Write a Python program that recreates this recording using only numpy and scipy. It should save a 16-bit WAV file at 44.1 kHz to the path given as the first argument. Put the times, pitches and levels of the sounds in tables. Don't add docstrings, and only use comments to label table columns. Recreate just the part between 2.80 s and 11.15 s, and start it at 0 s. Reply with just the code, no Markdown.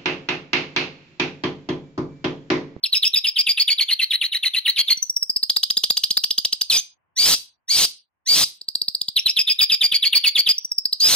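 import sys
import numpy as np
from scipy import signal
from scipy.fft import rfft, irfft, next_fast_len
from scipy.io import wavfile
from scipy.ndimage import uniform_filter1d

SR = 44100
rng = np.random.default_rng(int(sys.argv[2]) if len(sys.argv) > 2 else 0)


def rack_gain(trim_db):
    fader = np.asarray(trim_db, float)
    return 10 ** (fader / 20)


def int16_out(signal):
    q = np.round(np.clip(np.atleast_2d(signal).T, -1, 1) * 32767)
    wavfile.write(sys.argv[1], SR, q.astype(np.int16))


N = 368235


def unit(x):
    return x / np.sqrt(np.mean(np.abs(x) ** 2) + 1e-20)


def along(points, hz):
    f, v = np.transpose(points)
    return np.interp(np.log(hz + 1), np.log(f + 1), v)


def filtered(x, response):
    m = next_fast_len(N + 8192)
    return irfft(rfft(x, m) * response(np.fft.rfftfreq(m, 1 / SR)), m)[..., :N]


def random_walk(points_per_s):
    count = int(N / SR * points_per_s) + 2
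    return np.interp(np.arange(N) / SR * points_per_s, np.arange(count), rng.standard_normal(count))


def flutter(width_hz, skirt_db=-60):
    def shape(hz):
        return 1 / (1 + (hz / width_hz) ** 2) + rack_gain(skirt_db) / (1 + (hz / 1200) ** 4)
    re, im = filtered(rng.standard_normal((2, N)), shape)
    return unit(re + 1j * im)


# freq_hz [Hz], level_db [dB per Hz]
MURMUR_TONE = [(24, -60), (40, -12.5), (75, 3), (434, -10.5), (1050, 0), (1280, -9), (1540, -6),
               (3000, -17.5), (3900, -55.5), (6600, -120)]
# time_s [s], level_db [dB]
MURMUR_LEVEL = [(0, -70), (3.9, -73.5), (4.3, -76.5), (4.7, -77), (5.1, -94), (5.4, -84), (8.35, -73.5)]


def murmur():
    s, db = np.transpose(MURMUR_LEVEL)
    noise = filtered(rng.standard_normal((2, N)), lambda f: rack_gain(along(MURMUR_TONE, f)))
    return rack_gain(np.interp(np.arange(N) / SR, s, db)) * unit(noise)


# start_s [s], end_s [s], pitch_hz [Hz]
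WHINES = [
    (.1, 2.2, 15676),
    (2.45, 3.85, 14642),
    (5.85, 6.3, 15676),
    (6.45, 8.2, 15676),
]


def whine(power):
    t = np.arange(N) / SR
    key = rack_gain(-17) * np.abs(uniform_filter1d(np.pad(power, (150, 0))[:N], 600))
    key *= np.clip(random_walk(12) + .2, 0, 2)
    return key * sum(((t > start) & (t < end)) * np.sin(2 * np.pi * hz * t) for start, end, hz in WHINES)


# freq_hz [Hz], decay_s [s to fall by 60 dB]
PORCH_DECAY = [(1500, 0.29), (4000, 0.28), (8000, 0.26), (15000, 0.44)]


def porch(x):
    hz, t, z = signal.stft(rng.standard_normal((2, SR // 2)), SR, nperseg=256)
    tail = signal.istft(z * rack_gain(-60 * t / along(PORCH_DECAY, hz)[:, None]), SR, nperseg=256)[1]
    tail /= np.linalg.norm(tail[0])
    late = signal.fftconvolve(np.pad(x, (200, 0))[None], tail, axes=1)[:, :N]
    near = rng.standard_normal((4, 2, 900)) * rack_gain(-60 * np.arange(900) / SR / .04)
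    near /= np.linalg.norm(near, axis=2, keepdims=True)
    pose = (np.arange(N) * 9 // SR) % 4 == np.arange(4)[:, None]
    facing = uniform_filter1d(pose * 1., size=900, axis=1)
    turned = np.pad(x * facing, ((0, 0), (40, 0)))[:, None]
    early = signal.oaconvolve(turned, near, axes=2).sum(0)[:, :N]
    return rack_gain(-11) * late + early / 3.5


# freq_hz [Hz], level_db [dB]
THUMP_TONE = [(20, -29.5), (60, -22), (200, -20.5), (600, -19.5), (1500, -21.5), (2500, -28), (6000, -29.5),
              (9000, -5), (12000, -2)]


def overload(dry):
    top, hard = .5, 3
    clipped = dry / (1 + np.abs(dry / top) ** hard) ** (1 / hard)
    rattle = 1 + 1.57 * rng.standard_normal(dry.shape)
    return clipped + filtered(rattle * dry ** 2, lambda f: rack_gain(along(THUMP_TONE, f)))


def gate(x, power):
    level_db = 10 * np.log10(np.abs(uniform_filter1d(power, 1300)) + 1e-12)
    return x * rack_gain(np.clip(1.6 * (level_db + 56), -35, 0))


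# freq_hz [Hz], level_db [dB]
KEPT_SOUND = [(1500, -2.5), (6000, -0.5), (7000, 0.5), (9000, -12.5), (15500, -12.5), (16200, -71)]
# freq_hz [Hz], level_db [dB]
REBUILT_TOP = [(6800, -55), (7600, -39.5), (9000, -5), (10500, -17), (12500, -25), (14000, -19),
               (15900, -26.5), (16200, -83.5)]
# freq_hz [Hz], extra_db [dB]
DROP_SOONER = [(4600, 0), (5100, 12), (6000, 7), (7500, 9), (8000, 0), (9200, 0), (10000, 6), (16000, 6)]


def phone(x):
    hz, t, z = signal.stft(x, SR, nperseg=512)
    outline = np.sqrt(np.abs(uniform_filter1d(np.abs(z) ** 2, size=10, axis=1)))
    copy = .4 * z + outline * np.exp(2j * np.pi * rng.random(z.shape))
    shifted = np.roll(copy, 88, 1)
    z = z * rack_gain(along(KEPT_SOUND, hz))[:, None] + shifted * rack_gain(along(REBUILT_TOP, hz))[:, None]
    band, block = np.arange(len(hz)) // 8, np.arange(len(t)) // 6
    power = uniform_filter1d(np.mean(np.abs(z) ** 2, 0), size=8, axis=0)
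    power = uniform_filter1d(power, size=6, axis=1)
    cell_db = 10 * np.log10(np.abs(power[4::8, 3::6]) + 1e-16)
    cell_hz = hz[4::8, None]
    above_peak_limit = cell_db - cell_db.max(0) + 36
    above_floor = cell_db + 88 + 8 * (cell_hz < 4600) - 11 * (cell_hz > 9600)
    spare_db = np.minimum(above_peak_limit, above_floor) - along(DROP_SOONER, cell_hz)
    luck_db = 5 * rng.standard_normal(cell_db.shape)
    keep = rack_gain(np.clip(3 * (spare_db + luck_db), -30, 0))
    keep = keep[np.minimum(band, len(keep) - 1)][:, np.minimum(block, keep.shape[1] - 1)]
    return signal.istft(z * keep, SR, nperseg=512)[1][:, :N]


# start_s [s], pitch_hz at the start [Hz], level_db [dB]
TICKS_1 = [(2.1708, 5830, -31), (2.2224, 6160, -20.5), (2.295, 5665, -21), (2.3632, 5500, -18.5),
           (2.424, 5365, -19), (2.4951, 4801, -19), (2.5604, 4631, -17), (2.6287, 4150, -16),
           (2.696, 3353, -15), (2.7625, 3598, -14), (2.831, 3093, -16), (2.901, 3095, -17),
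           (2.969, 3491, -14), (3.0361, 3035, -14.5), (3.1005, 3480, -13.5), (3.1692, 2967, -15.5),
           (3.2355, 2970, -15), (3.305, 3188, -15), (3.369, 3662, -12.5), (3.4371, 2910, -17),
           (3.506, 2879, -19), (3.5792, 3028, -18), (3.6481, 2897, -16), (3.7254, 3036, -17),
           (3.8115, 2992, -16)]
TICKS_2 = [(5.8121, 4050, -34), (5.8836, 3893, -23.5), (5.9517, 3966, -19.5), (6.0152, 4002, -20),
           (6.0815, 3995, -20.5), (6.148, 4130, -20.5), (6.2133, 3572, -21), (6.283, 3453, -22)]
TICKS_3 = [(7.7803, 5638, -26), (7.847, 5597, -24.5), (7.915, 5294, -21.5), (7.9807, 4858, -17.5),
           (8.053, 4473, -17), (8.1272, 4070, -15)]
TICK_LENGTHS = (.0122, 0.0076, .009)


def ticks():
    return [(s, length, hz, 4960 + .5 * max(hz - 3921, 0), db)
            for run, length in zip([TICKS_1, TICKS_2, TICKS_3], TICK_LENGTHS) for s, hz, db in run]


# freq_hz [Hz], level_db [dB]
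SNAP_TONE = [(30, -5), (200, 6.5), (700, -6.5), (2000, -11), (3500, -56), (6500, -16.5), (8500, 14.5),
             (11000, -1.5), (15500, 8), (16500, -39)]


def snaps():
    s, length, _, _, db = np.transpose(ticks())
    moments = np.round((s + 0.24 * length) * SR).astype(int)
    blows = np.bincount(moments, rack_gain(db + 0.5 - 6.4 * (s > 7)), N)[:N]
    shape = np.convolve(blows, np.hanning(int(0.0075 * SR)))[:N]
    mid, side = rng.standard_normal((2, N))
    noise = mid + 0.46 * side * np.array([[1], [-1]])
    return filtered(shape * noise, lambda f: rack_gain(along(SNAP_TONE, f) - 5))




def tick(s, length, start_hz, end_hz, db):
    depth = np.clip(start_hz / 1000 - 3, 0, 2)
    octave_db = db - 1.5 - 14 * depth
    breath_db = db - 10 - 9 * depth
    return [(s - .0008, .94 * start_hz, db - 26, octave_db - 12, -80, breath_db - 28, .15),
            (s + 0.14 * length, start_hz, db + 1, octave_db, -60, breath_db + 2, .4),
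            (s + .52 * length, .98 * end_hz, db + 6.0, db - 47, -60, breath_db + 6.5, .4),
            (s + .9 * length, end_hz, db - 3.5, db - 40.5, -60, breath_db - 7.5, .25),
            (s + length + 0.005, end_hz, db - 59.5, -80, -80, breath_db - 40, .15)]


# freq_hz [Hz], level_db [dB]
THROAT_TONE = [(1700, -25.5), (2400, -23.5), (3000, -6), (4500, -3), (6000, 5), (6900, -22.5), (9000, -44)]


def harsh(shape, s=0, stretch=1, db=0):
    note = []
    for u, hz, effort, rough, first_db in shape:
        drive = effort + db
        partials = [drive + along(THROAT_TONE, k * hz) + (k == 1) * first_db for k in (1, 2, 3)]
        breath_db = drive + max(first_db - 7, 0) - 16.5 + 23.5 * rough
        note.append((s + stretch * u, hz, *partials, breath_db, rough))
    return note


# start_s [s], stretch [times], level_db [dB]
SCOLD_TIMES = [
    (4.365, 0.98, 3),
    (4.883, 0.93, 1),
    (5.463, 0.96, 1.5),
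]
# time_s from its start [s], pitch_hz [Hz], effort_db [dB], roughness [0-1], first_partial_db [dB]
SCOLD_SHAPE = [
    (-.012, 1681, -88.5, 0, 11),
    (0, 1842, -42.5, 0.19, 18),
    (.014, 2056, -24.5, 0.24, 6.5),
    (.03, 2276, -15, 0.32, 2.5),
    (.088, 2365, -14, 0.51, -1),
    (.094, 2742, -25.5, 1.14, 8),
    (.14, 2000, -21, 1.05, 8.5),
    (.182, 2500, -16, .8, -14.5),
    (.192, 2559, -27.5, .4, 5.5),
]
# time_s [s], pitch_hz [Hz], effort_db [dB], roughness [0-1], first_partial_db [dB]
LAST_SCOLD = [
    (8.196, 1700, -64, 0.31, 0),
    (8.203, 2100, -18, 0.17, -10),
    (8.21, 2363, -17.5, 0.32, -28),
    (8.25, 2511, -10.5, .35, -2),
    (8.282, 2530, -13, .6, -4.5),
    (8.288, 2800, -27, 1.2, 10.5),
    (8.31, 2000, -18.5, .95, 9),
    (8.352, 2400, -11, .75, -12),
]


def scolds():
    return [harsh(LAST_SCOLD)] + [harsh(SCOLD_SHAPE, *row) for row in SCOLD_TIMES]


# time_s [s], pitch_hz [Hz], effort_db [dB], roughness [0-1], first_partial_db [dB]
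BREAKING_SLUR = [
    (3.892, 4480, -93.5, .17, 25),
    (3.901, 4360, -41.5, 0.22, 35.5),
    (3.92, 3008, -43, 0.77, 30),
    (3.927, 2470, -15.5, 0.31, 13),
    (3.972, 2444, -15, 0.53, 6.5),
    (3.976, 3079, -19, 0.17, -37.5),
    (4.0, 3180, -17.5, 0.28, -33),
    (4.008, 3200, -44, .2, -18),
]


def breaking_slur():
    return [(*row, row[3] - 9) for row in harsh(BREAKING_SLUR)]


def slur(s, length, start_hz, held_hz, slur_db, held_db):
    low = held_hz / 2
    rasp = .68
    bend, shift = np.clip(rng.standard_normal(2), -1.5, 1.5) * [.06, .0025]
    turn_s = s + min(.04 + 2 * shift, length - .006)
    return [(s - .004, 1.1 * start_hz, slur_db - 28, slur_db - 67, -80, slur_db - 34, rasp / 2),
            (s + .003, start_hz, slur_db - 6.5, slur_db - 42.5, -60, slur_db - 21.5, 0.744 * rasp),
            (s + .008 + shift, (0.6 + bend) * start_hz + .45 * low,
             slur_db - 5, slur_db - 56.0, -55, slur_db - 18.5, rasp),
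            (s + .014 + shift, (0.5 + bend) * start_hz + .55 * low,
             slur_db - 9, slur_db - 46.5, -55, slur_db - 13.5, rasp),
            (s + .021, 1.1 * low, slur_db - 13, held_db - 19, -50, held_db - 19, rasp),
            (s + .028, .985 * low, slur_db - 18, held_db + 1, held_db - 22, held_db - 11, rasp),
            (turn_s, low, held_db - 15.5, held_db + 2, held_db - 21.5, held_db - 13.5, rasp),
            (s + max(length - .004, .034), 1.04 * low,
             held_db - 17.5, held_db, held_db - 27.0, held_db - 13.5, rasp),
            (s + max(length, .038) + 0.0038, low, held_db - 37.5, held_db - 22, -80, held_db - 26, rasp)]


# start_s [s], pitch_hz at the start [Hz], slur_db [dB], held_db [dB]
SLURS_1 = [(0.035, 4710, -13, -23.5), (0.127, 4300, -9.5, -18), (0.226, 4185, -8, -16.5),
           (0.3352, 3893, -10, -16), (0.4425, 3644, -10, -18.5), (0.561, 3620, -11, -16),
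           (0.6662, 3426, -12.5, -15.5), (0.7721, 3498, -11, -15), (0.8785, 3540, -8, -16.5),
           (0.9812, 3743, -12, -17), (1.0857, 3364, -11.5, -19), (1.1908, 3256, -14, -19),
           (1.306, 3730, -12, -20), (1.4123, 3420, -12, -23), (1.5216, 3736, -12.5, -22),
           (1.6295, 3383, -14, -19), (1.738, 3288, -12.5, -21), (1.8528, 3360, -12, -17),
           (1.961, 3810, -12, -13), (2.0775, 3816, -11, -14)]
SLURS_2 = [(6.363, 4298, -5, -23), (6.459, 4127, -6, -20), (6.5647, 4019, -8, -15), (6.673, 3607, -8, -15),
           (6.7894, 3570, -6.5, -12), (6.8972, 3758, -10, -13), (7.0104, 3643, -6, -13.5),
           (7.1172, 3497, -9.5, -15.5), (7.2257, 3709, -7.5, -16), (7.3271, 3422, -8.5, -12),
           (7.439, 3253, -6.5, -12.5), (7.554, 3541, -8.5, -12.5), (7.6633, 3618, -9.5, -13)]
# time_s [s], pitch_hz [Hz]
HELD_PITCH = [(.03, 5230), (.34, 5073), (.67, 4659), (1.0, 4309), (1.3, 3951), (1.85, 4066), (2.08, 4385),
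              (6.36, 5460), (6.6, 4960), (6.8, 4897), (7.1, 4571), (7.5, 4437), (7.67, 4690)]


def slurs():
    notes = []
    for run, first_s in [(SLURS_1, .038), (SLURS_2, .042)]:
        for k, (s, hz, slur_db, held_db) in enumerate(run):
            length = .057 if k else first_s
            held_hz = np.interp(s, *np.transpose(HELD_PITCH))
            points = slur(s, length, hz, held_hz, slur_db, held_db)
            notes.append([(*p[:5], p[5] - 16, p[6], p[5] - .8) for p in points])
    return notes


# freq_hz [Hz], level_db [dB per Hz]
BREATH_TONE = [(59, -25.5), (100, -13.5), (2120, -21), (2800, -4), (4120, 4.5), (4680, -0.5), (6050, 1.5),
               (6870, -12), (8510, 4), (15100, -7.5), (16500, -56)]


def song():
    off = -120

    def hush(p, shift):
        return (p[0] + shift, p[1], off, off, off, off, p[6], off)

    plain = [tick(*row) for row in ticks()] + scolds()
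    notes = [[(*p, off) for p in note] for note in plain] + [breaking_slur()] + slurs()
    points = sorted(p for note in notes for p in [hush(note[0], -0.0022), *note, hush(note[-1], 0.0022)])
    s, *cols = np.transpose(points)
    t = np.arange(N) / SR
    hz, *partial_db, breath_db, rough, rasp_db = [np.interp(t, s, c) for c in cols]
    rough = np.clip(rough, 0, 1)
    phase = 2 * np.pi * np.cumsum(hz * (1 + .045 * rough * random_walk(250))) / SR

    breath = unit(filtered(rng.standard_normal(N), lambda f: rack_gain(along(BREATH_TONE, f))))
    voice = rack_gain(breath_db) * breath
    rasp_phase = 1.4 * np.cumsum(np.minimum(hz, 2500)) * 2 * np.pi / SR
    voice += np.sqrt(2) * rack_gain(rasp_db) * (flutter(400) * np.exp(1j * rasp_phase)).real
    halfway_db = rasp_db - 4.0 + 5 * random_walk(30) - np.clip(hz - 2700, 0, 600) / 15
    voice += np.sqrt(2) * rack_gain(halfway_db) * np.cos(3 * phase / 2)
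    for k, db in enumerate(partial_db):
        size = np.sqrt(1 - rough ** 2) + rough * flutter(173, skirt_db=-68)
        voice += np.sqrt(2) * rack_gain(db) * (size * np.exp(1j * (k + 1) * phase)).real
    return voice


# freq_hz [Hz], lead_rad [radians]
LEFT_LEAD = [(2500, 0.6), (3270, 0.24), (4480, 1.69), (5430, 1.94), (7580, 1.6), (9000, 0.63),
             (16000, 2.36)]


def scene():
    bird, snap = song(), snaps()
    sides = np.array([[1], [-1]])
    direct = filtered(bird, lambda f: np.exp(.5j * along(LEFT_LEAD, f) * sides))
    bright_snap = filtered(snap[0], lambda f: rack_gain(-1.5) * (f > 7400))
    return rack_gain(2.42) * direct + porch(bird + bright_snap) + snap


def top_cut(x):
    return signal.sosfilt(signal.butter(12, 17000, fs=SR, output="sos"), x)


def record(dry):
    bent = overload(dry)
    power = np.mean(bent ** 2, 0)
    bird = phone(np.tanh(gate(bent, power)))
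    return top_cut(bird + whine(power) + murmur())


dry = scene()
out = record(dry)
int16_out(out)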